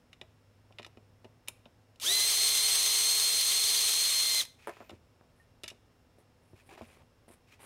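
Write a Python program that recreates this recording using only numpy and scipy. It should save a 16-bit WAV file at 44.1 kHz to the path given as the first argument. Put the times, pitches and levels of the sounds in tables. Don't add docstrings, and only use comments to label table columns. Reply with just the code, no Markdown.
import sys
import numpy as np
from scipy import signal
from scipy.fft import rfft, irfft, next_fast_len
from scipy.io import wavfile

SR = 44100
rng = np.random.default_rng(int(sys.argv[2]) if len(sys.argv) > 2 else 0)


def dump(signal):
    limited = np.clip(np.atleast_2d(signal).T, -1, 1)
    pcm = np.round(limited * 32767).astype(np.int16)
    wavfile.write(sys.argv[1], SR, pcm)


N = 337629
TIME = np.arange(N) / SR
STROKE_ATTACK_S, STROKE_RELEASE_S = .0015, .014

# (time [s], length [s])
SNAGS = [(2.202, .012), (2.303, 0.01), (2.32, .009), (2.489, .017), (2.554, 0.0074), (2.575, .009),
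         (2.692, .028), (2.757, .018), (2.829, 0.0089), (2.863, 0.0067), (2.878, .008), (2.987, .011),
         (3.201, .014), (3.413, .011), (3.518, .022), (3.638, .01), (3.702, .004), (3.754, .02),
         (3.812, 0.01), (3.886, .018), (3.94, .01), (4.038, .007), (4.104, .017), (4.347, .008)]


def from_db(db):
    return 10 ** (np.asarray(db) / 20)


def rms_one(x):
    return x / np.sqrt(np.mean(x ** 2) + 1e-20)


def in_time(rows):
    times_s, *columns = np.transpose(rows)
    return [np.interp(TIME, times_s, column) for column in columns]


def phase(hz):
    return 2 * np.pi * np.cumsum(hz) / SR


def drift(rate_hz):
    pole = np.exp(-2 * np.pi * rate_hz / SR)
    return rms_one(signal.lfilter([1], [1, -2 * pole, pole * pole], rng.standard_normal(N + SR))[SR:])


def swell(start_s, length_s, attack_s, release_s):
    t = TIME - start_s
    return np.clip(t / attack_s, 0, 1) * np.exp(-np.clip((t - length_s) / release_s, 0, 20))


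def gate(centre_s, length_s):
    return np.exp(-np.clip(2 * (TIME - centre_s) / length_s, -2, 2) ** 4)


def response(hz, spectrum, resonances=()):
    points_hz, levels_db = np.transpose(spectrum)
    db = np.interp(np.log(hz), np.log(points_hz), levels_db)
    for centre_hz, width_hz, lift_db in resonances:
        db = db + lift_db / (1 + (2 * (hz - centre_hz) / width_hz) ** 2)
    return from_db(db)


def colour(x, spectrum, resonances=()):
    size = next_fast_len(N)
    hz = np.arange(size // 2 + 1) * SR / size + 1
    return rms_one(irfft(rfft(x, size) * response(hz, spectrum, resonances), size)[:N])


def butter(x, hz, order, kind="low"):
    return signal.sosfilt(signal.butter(order, hz, kind, fs=SR, output="sos"), x)


def add(track, start_s, sound):
    part = track[round(start_s * SR):][:len(sound)]
    part += sound[:len(part)]


def strike(force, modes, db, spread_db):
    ring = np.zeros(len(force))
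    for hz, width_hz, mode_db in modes:
        radius = np.exp(-np.pi * width_hz / SR)
        poles = [1, -2 * radius * np.cos(2 * np.pi * hz / SR), radius ** 2]
        gain = from_db(mode_db + spread_db * rng.standard_normal()) * (1 - radius ** 2) / 2
        ring += gain * signal.lfilter([1, 0, -1], poles, force)
    return from_db(db) * ring / np.sqrt(np.sum(ring ** 2) / (SR / 1000))


def friction(strokes, spectrum, resonances=(), *, slip_db, build):
    pressure = np.zeros(N)
    for start_s, length_s, db in strokes:
        attack_s = STROKE_ATTACK_S + build * length_s
        release_s = STROKE_RELEASE_S + build * length_s / 2
        pressure += from_db(db) * swell(start_s, length_s, attack_s, release_s)
    grains = rng.standard_normal(N) * from_db(slip_db * drift(150))
    return pressure * colour(grains, spectrum, resonances)


def background(air_db=-65.5, waver_db=1.5, wander=.017):
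    # (frequency [Hz], density [dB])
    air = [(12, -50), (20, -14.5), (95, -2), (221, -13), (254, -10), (292, -14.5), (496, -14), (797, -18.5),
           (5320, -33.5), (15800, -43)]
    # (frequency [Hz], level [dB])
    hum_tones = [(247.6, -78), (496, -82), (2760, -90), (5163, -91), (5400, -92), (5523, -92.5)]
    # (time [s], level [dB], frequency [Hz])
    drone_curve = [(0, -85, 110.8), (.3, -67, 103), (1.1, -63.5, 103), (1.6, -70, 106.6), (2.6, -64, 107.4),
                   (4.0, -75.5, 105.7), (7.66, -77.5, 106)]
    hum = sum(from_db(db) * np.sin(2 * np.pi * (hz * TIME + rng.random())) for hz, db in hum_tones)
    drone_db, drone_hz = in_time(drone_curve)
    drone_gain = from_db(drone_db + waver_db * drift(6.3))
    drone = drone_gain * np.sin(phase(drone_hz * (1 + wander * drift(3))))
    return from_db(air_db) * colour(rng.standard_normal(N), air) + np.sqrt(2) * (hum + drone)


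def clicks(spread_db=1.5, first_touch=1.6, bass_ratio=.23):
    # (time [s], level [dB], brightness [Hz], chatter decay [s])
    contacts = [(.130, -43, 4600, 0.0045), (.2135, -35.5, 3380, 0.0038), (.724, -54, 3000, .0027),
                (.7852, -34.5, 2860, 0.0054), (.7945, -40, 2800, 0.0067), (.8205, -51, 5000, .003),
                (.829, -43, 4000, 0.0036), (.847, -37.5, 3776, 0.0039), (.864, -45.5, 8400, 0.0047),
                (.972, -52, 3000, 0.0033), (1.245, -48, 4040, 0.0067), (1.476, -41, 5000, 0.0043),
                (1.4836, -26, 10800, 0.0028), (1.656, -48, 3000, .0067), (1.959, -56.5, 8000, .003),
                (1.999, -38, 9870, 0.005), (4.452, -39, 9000, .003), (4.672, -46, 13900, .002),
                (4.694, -48, 14000, .002), (4.894, -43, 5000, .0057), (4.904, -45, 4990, 0.005),
                (5.635, -34, 8000, 0.0073), (5.6409, -33.5, 3500, 0.0035), (5.659, -43, 4000, 0.0054),
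                (5.6793, -31, 8030, 0.007), (5.701, -37, 6000, 0.0078)]
    # (frequency [Hz], width [Hz], level [dB])
    modes = [(631, 48, -2.5), (960, 54, -4), (1320, 82, -4.5), (1942, 220, -9.5), (2524, 300, -2.5),
             (2870, 220, 3), (3640, 340, 3), (5140, 810, -6), (6950, 1600, -11), (10100, 3300, -6),
             (14070, 4200, -21.5)]
    # (frequency [Hz], width [Hz], level [dB])
    crack = (2600, 3500, -13)
    out, t = np.zeros(N), TIME[:SR // 10]
    for start_s, db, bright_hz, chatter_s in contacts:
        force = rng.standard_normal(len(t)) * np.exp(-t / chatter_s)
        force[0] += first_touch
        force -= butter(force, bass_ratio * bright_hz, order=1)
        force = butter(force, bright_hz, order=2)
        add(out, start_s, strike(force, modes + [crack], db, spread_db))
    return out


def knocks(spread_db=1.5, bass_ratio=.18, clatter=.046, clatter_s=.016):
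    # (time [s], level [dB], cut-off [Hz])
    blows = [(.215, -40, 990), (.708, -49, 900), (.797, -36, 810), (.865, -44, 925), (.973, -42.5, 600),
             (1.245, -44, 800), (1.253, -40, 714), (1.485, -41, 1470), (1.66, -43.5, 950),
             (4.6728, -27, 1680), (4.6817, -29, 1560), (4.694, -31.5, 2460), (4.769, -44, 1780),
             (4.805, -38, 1420), (4.812, -40.5, 1300), (4.823, -44, 1390), (4.897, -38.5, 1840),
             (4.916, -38, 447), (4.931, -38, 408), (5.211, -49.5, 1490), (5.636, -40, 500.1),
             (5.716, -43.5, 700), (6.185, -49, 500), (6.533, -39, 397), (6.778, -42, 1887),
             (6.8115, -33, 670), (6.8193, -38.5, 280), (7.281, -45, 704), (7.303, -44, 600)]
    # (frequency [Hz], width [Hz], level [dB])
    modes = [(87, 46, 12), (231, 61, 7), (350, 78, 8), (433, 67, -1.5), (598, 210, 8), (648, 48, -6),
             (917, 120, 3), (1240, 150, -9.5), (1580, 1300, -6.5)]
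    out, t = np.zeros(N), TIME[:SR // 5]
    for start_s, db, cutoff_hz in blows:
        push = clatter * rng.standard_normal(len(t)) * np.exp(-t / clatter_s)
        push[0] += 1
        force = butter(push, [bass_ratio * cutoff_hz, cutoff_hz], order=2, kind="band")
        add(out, start_s, strike(force, modes, db, spread_db))
    return out


def motor_speed(trigger_s=2.004, spin_up_s=.045, release_s=4.397, brake_s=.033, free_hz=430, sag_hz=2.8):
    # (time [s], speed [Hz])
    running_curve = [(2.16, 407.7), (2.22, 411.9), (2.28, 421.5), (2.53, 421.6), (2.6, 415.9),
                     (2.64, 424.2), (2.9, 420.7), (3.27, 424.7), (3.3, 419.4), (3.65, 423.9), (3.83, 419.1),
                     (3.86, 422.3), (4.18, 422.7), (4.39, 416.1)]
    sag = sum(swell(snag_s - .01, length_s=.02, attack_s=.02, release_s=.04) for snag_s, _ in SNAGS)
    running_hz = in_time(running_curve)[0] - sag_hz * sag
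    rising_hz = free_hz * (1 - np.exp(-np.maximum(TIME - trigger_s, 0) / spin_up_s))
    brake = np.exp(-np.clip((TIME - release_s) / brake_s, 0, 10) ** 2)
    speed_hz = np.minimum(rising_hz, running_hz) * brake
    return speed_hz, speed_hz / running_hz


def mesh_phase(mesh_hz, loose, backlash_rad=.115, wind_up_rad=.75, skid_s=.007):
    # (time [s], pitch jump [ratio])
    skids = [(3.41, .08), (3.683, .11), (3.783, .11), (3.884, -.17), (3.939, -.18)]
    skid = sum(jump * gate(centre_s, skid_s) for centre_s, jump in skids)
    shake = backlash_rad * (1 + 3 * loose) * (drift(45) + drift(250) / 2)
    return phase(mesh_hz * (1 + skid)) + shake + wind_up_rad * drift(9)


def housing(speed_hz, load, kick, gain_db=.5, kick_db=8, kick_load=.6):
    # (multiple of motor speed [ratio], unloaded level [dB], lift at full load [dB])
    orders = [(.5, -52, 7), (1, -42, 9.5), (1.5, -33, -3), (1.795, -50, 18), (4, -39, 0), (5.5, -34, 0)]
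    shaft_rad, torque = phase(speed_hz), load + kick_load * kick
    tones = sum(from_db(db + lift_db * torque) * np.sin(order * shaft_rad)
                for order, db, lift_db in orders)
    return from_db(gain_db + kick_db * kick) * tones


def drill(gain_db=-29, teeth=5, flutter_db=.6, tooth_depth=.23, grain_db=1.4, snag_db=3.5):
    # (time [s], load [0-1])
    load_curve = [(2.05, 0.35), (2.12, 0.75), (2.22, 1), (2.34, 1), (3.15, 1), (3.35, 0.8), (3.9, 0.83),
                  (4.3, 0.16)]
    # (start [s], length [s], strength [0-1])
    jolts = [(2.022, .1, 0.91), (2.162, 0.084, 0.08), (4.395, 0.067, .8)]
    # (harmonic [number], level [dB])
    harmonics = [(1, -15), (2, -4.5), (3, -20), (4, -15.5), (5, -14.5), (6, -20.5), (7, -24.5)]
    # (time [s], gain [dB])
    fundamental_curve = [(2.1, 5), (2.22, 1.5), (2.28, -4.5), (2.52, -6.5), (2.59, 0), (2.84, -13),
                         (2.88, 3.5), (2.95, -6.5), (3.2, -4.5), (3.35, -11.5), (3.6, -7), (3.97, -14.5),
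                         (4.38, 3)]
    # (frequency [Hz], gain [dB])
    gearbox = [(60, -34), (300, -18), (500, -12.5), (1600, -10.5), (2100, -1.5), (2800, -2), (4000, 2.5),
               (5000, 1), (9000, -1), (11300, -3.5), (13000, -4.5), (15800, -14)]
    # (frequency [Hz], width [Hz], lift [dB])
    case_modes = [(1164, 440, 5.5), (3140, 290, 4), (3560, 680, 5.5), (4620, 200, 4), (6210, 720, 6.5),
                  (8437, 300, 5.5), (9560, 500, 8), (11720, 280, 5.5), (14950, 430, 7.5)]
    speed_hz, speed_share = motor_speed()
    load, = in_time(load_curve)
    kick = sum(strength * swell(start_s, length_s, attack_s=.02, release_s=.02)
               for start_s, length_s, strength in jolts)
    loose = np.clip(.8 * sum(gate(*snag) for snag in SNAGS), 0, 1)
    mesh_hz = teeth * speed_hz
    mesh_rad = mesh_phase(mesh_hz, loose)

    fundamental = from_db(in_time(fundamental_curve)[0])
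    at_speed = speed_share ** .49 * np.clip((speed_share - .7) / .1, 0, 1)
    whine = from_db(-.73 - .7 * load) * at_speed * (1 - loose)
    overtones = from_db(-7 + 9.5 * load + 4.5 * kick)
    tones = housing(speed_hz, load, kick)
    for k, db in harmonics:
        drive = {1: fundamental, 2: whine}.get(k, overtones)
        case_gain = response(k * mesh_hz + 1, gearbox, case_modes)
        level = from_db(db + flutter_db * np.sqrt(k) * drift(30))
        tones += drive * case_gain * level * np.sin(k * mesh_rad + 2 * np.pi * rng.random())

    impacts = rng.standard_normal(N) * (1 + tooth_depth * np.cos(mesh_rad))
    impacts *= from_db(grain_db * drift(900) + snag_db * loose)
    rattle = from_db(-1.5 + 1.55 * load) * colour(impacts, gearbox, case_modes)
    return from_db(gain_db) * speed_share ** 1.1 * (np.sqrt(2) * tones + rattle)


def palm_rubs():
    # (start [s], length [s], level [dB])
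    strokes = [(4.58, 0.11, -62), (4.67, 0.14, -64.5), (4.8, 0.15, -70.5), (6.553, 0.058, -66.5),
               (6.69, 0.059, -65), (6.77, 0.086, -65), (6.88, 0.069, -66.5), (7.47, .045, -67),
               (7.515, 0.028, -63.5)]
    # (frequency [Hz], density [dB])
    spectrum = [(400, -4), (2200, 5), (4000, -1.5), (15800, -16.5)]
    # (frequency [Hz], width [Hz], lift [dB])
    peaks = [(2500, 290, 8), (7100, 160, 7.5)]
    return friction(strokes, spectrum, peaks, slip_db=2.5, build=.14)


def finger_brushes():
    # (start [s], length [s], level [dB])
    strokes = [(4.67, 0.013, -54.5), (5.353, .06, -75.5), (6.18, .012, -67.5), (6.36, .3, -78.5),
               (6.64, 0.084, -71), (6.805, .15, -71), (7.279, .006, -62), (7.3, 0.032, -63),
               (7.59, 0.075, -57)]
    # (frequency [Hz], density [dB])
    spectrum = [(2000, -2.5), (6500, -18), (9000, -3), (10800, -4.5), (12500, -14), (15800, -22)]
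    return friction(strokes, spectrum, slip_db=3.5, build=.36)


def squeaks(waver=.0039):
    # (start [s], length [s], level [dB], first pitch [Hz], last pitch [Hz])
    glides = [(4.81, .1, -76, 14500, 14200), (5.398, .008, -59, 1840, 1823)]
    out, wobble = np.zeros(N), 1 + waver * drift(38)
    for start_s, length_s, db, first_hz, last_hz in glides:
        hz = np.interp(TIME, [start_s, start_s + length_s], [first_hz, last_hz]) * wobble
        envelope = swell(start_s, length_s, STROKE_ATTACK_S, STROKE_RELEASE_S)
        out += from_db(db) * envelope * np.sin(phase(hz))
    return out


def base_slides():
    # (start [s], length [s], level [dB])
    strokes = [(6.69, 0.0056, -51.5), (6.707, 0.024, -54), (6.738, 0.015, -57), (6.775, .006, -52),
               (6.815, 0.0092, -55.5), (6.88, 0.14, -65), (7.59, 0.072, -62)]
    # (frequency [Hz], density [dB])
    spectrum = [(100, -7), (350, 5), (900, 3), (1500, -8), (2400, -3), (4500, -17), (15800, -30)]
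    return friction(strokes, spectrum, slip_db=3.5, build=.042)


def room(x, early_db=-15, early_t60_s=.06, tail_db=-20, tail_t60_s=.36, gap_s=.003):
    # (frequency [Hz], gain [dB])
    spectrum = [(1000, -2), (2100, 0), (3400, -2.5), (15800, -5.5)]
    t = TIME[:SR // 2]
    early, tail = [rng.standard_normal(len(t)) * (t > gap_s) * from_db(-60 * t / t60_s)
                   for t60_s in (early_t60_s, tail_t60_s)]
    hz = np.arange(SR // 2 + 1) + 1
    tail = irfft(rfft(tail, SR) * response(hz, spectrum), SR)[:len(t)]
    echoes = from_db(early_db) * rms_one(early) + from_db(tail_db) * rms_one(tail)
    return x + signal.fftconvolve(x, echoes / np.sqrt(len(t)))[:N]


def scene():
    rubbing = base_slides() + palm_rubs() + finger_brushes()
    direct = drill() + clicks() + knocks() + rubbing + squeaks()
    return np.tile(room(direct) + background(), (2, 1))


def record(dry):
    return signal.sosfilt(signal.ellip(12, .1, 80, 15780, fs=SR, output="sos"), dry)


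dry = scene()
out = record(dry)
dump(out)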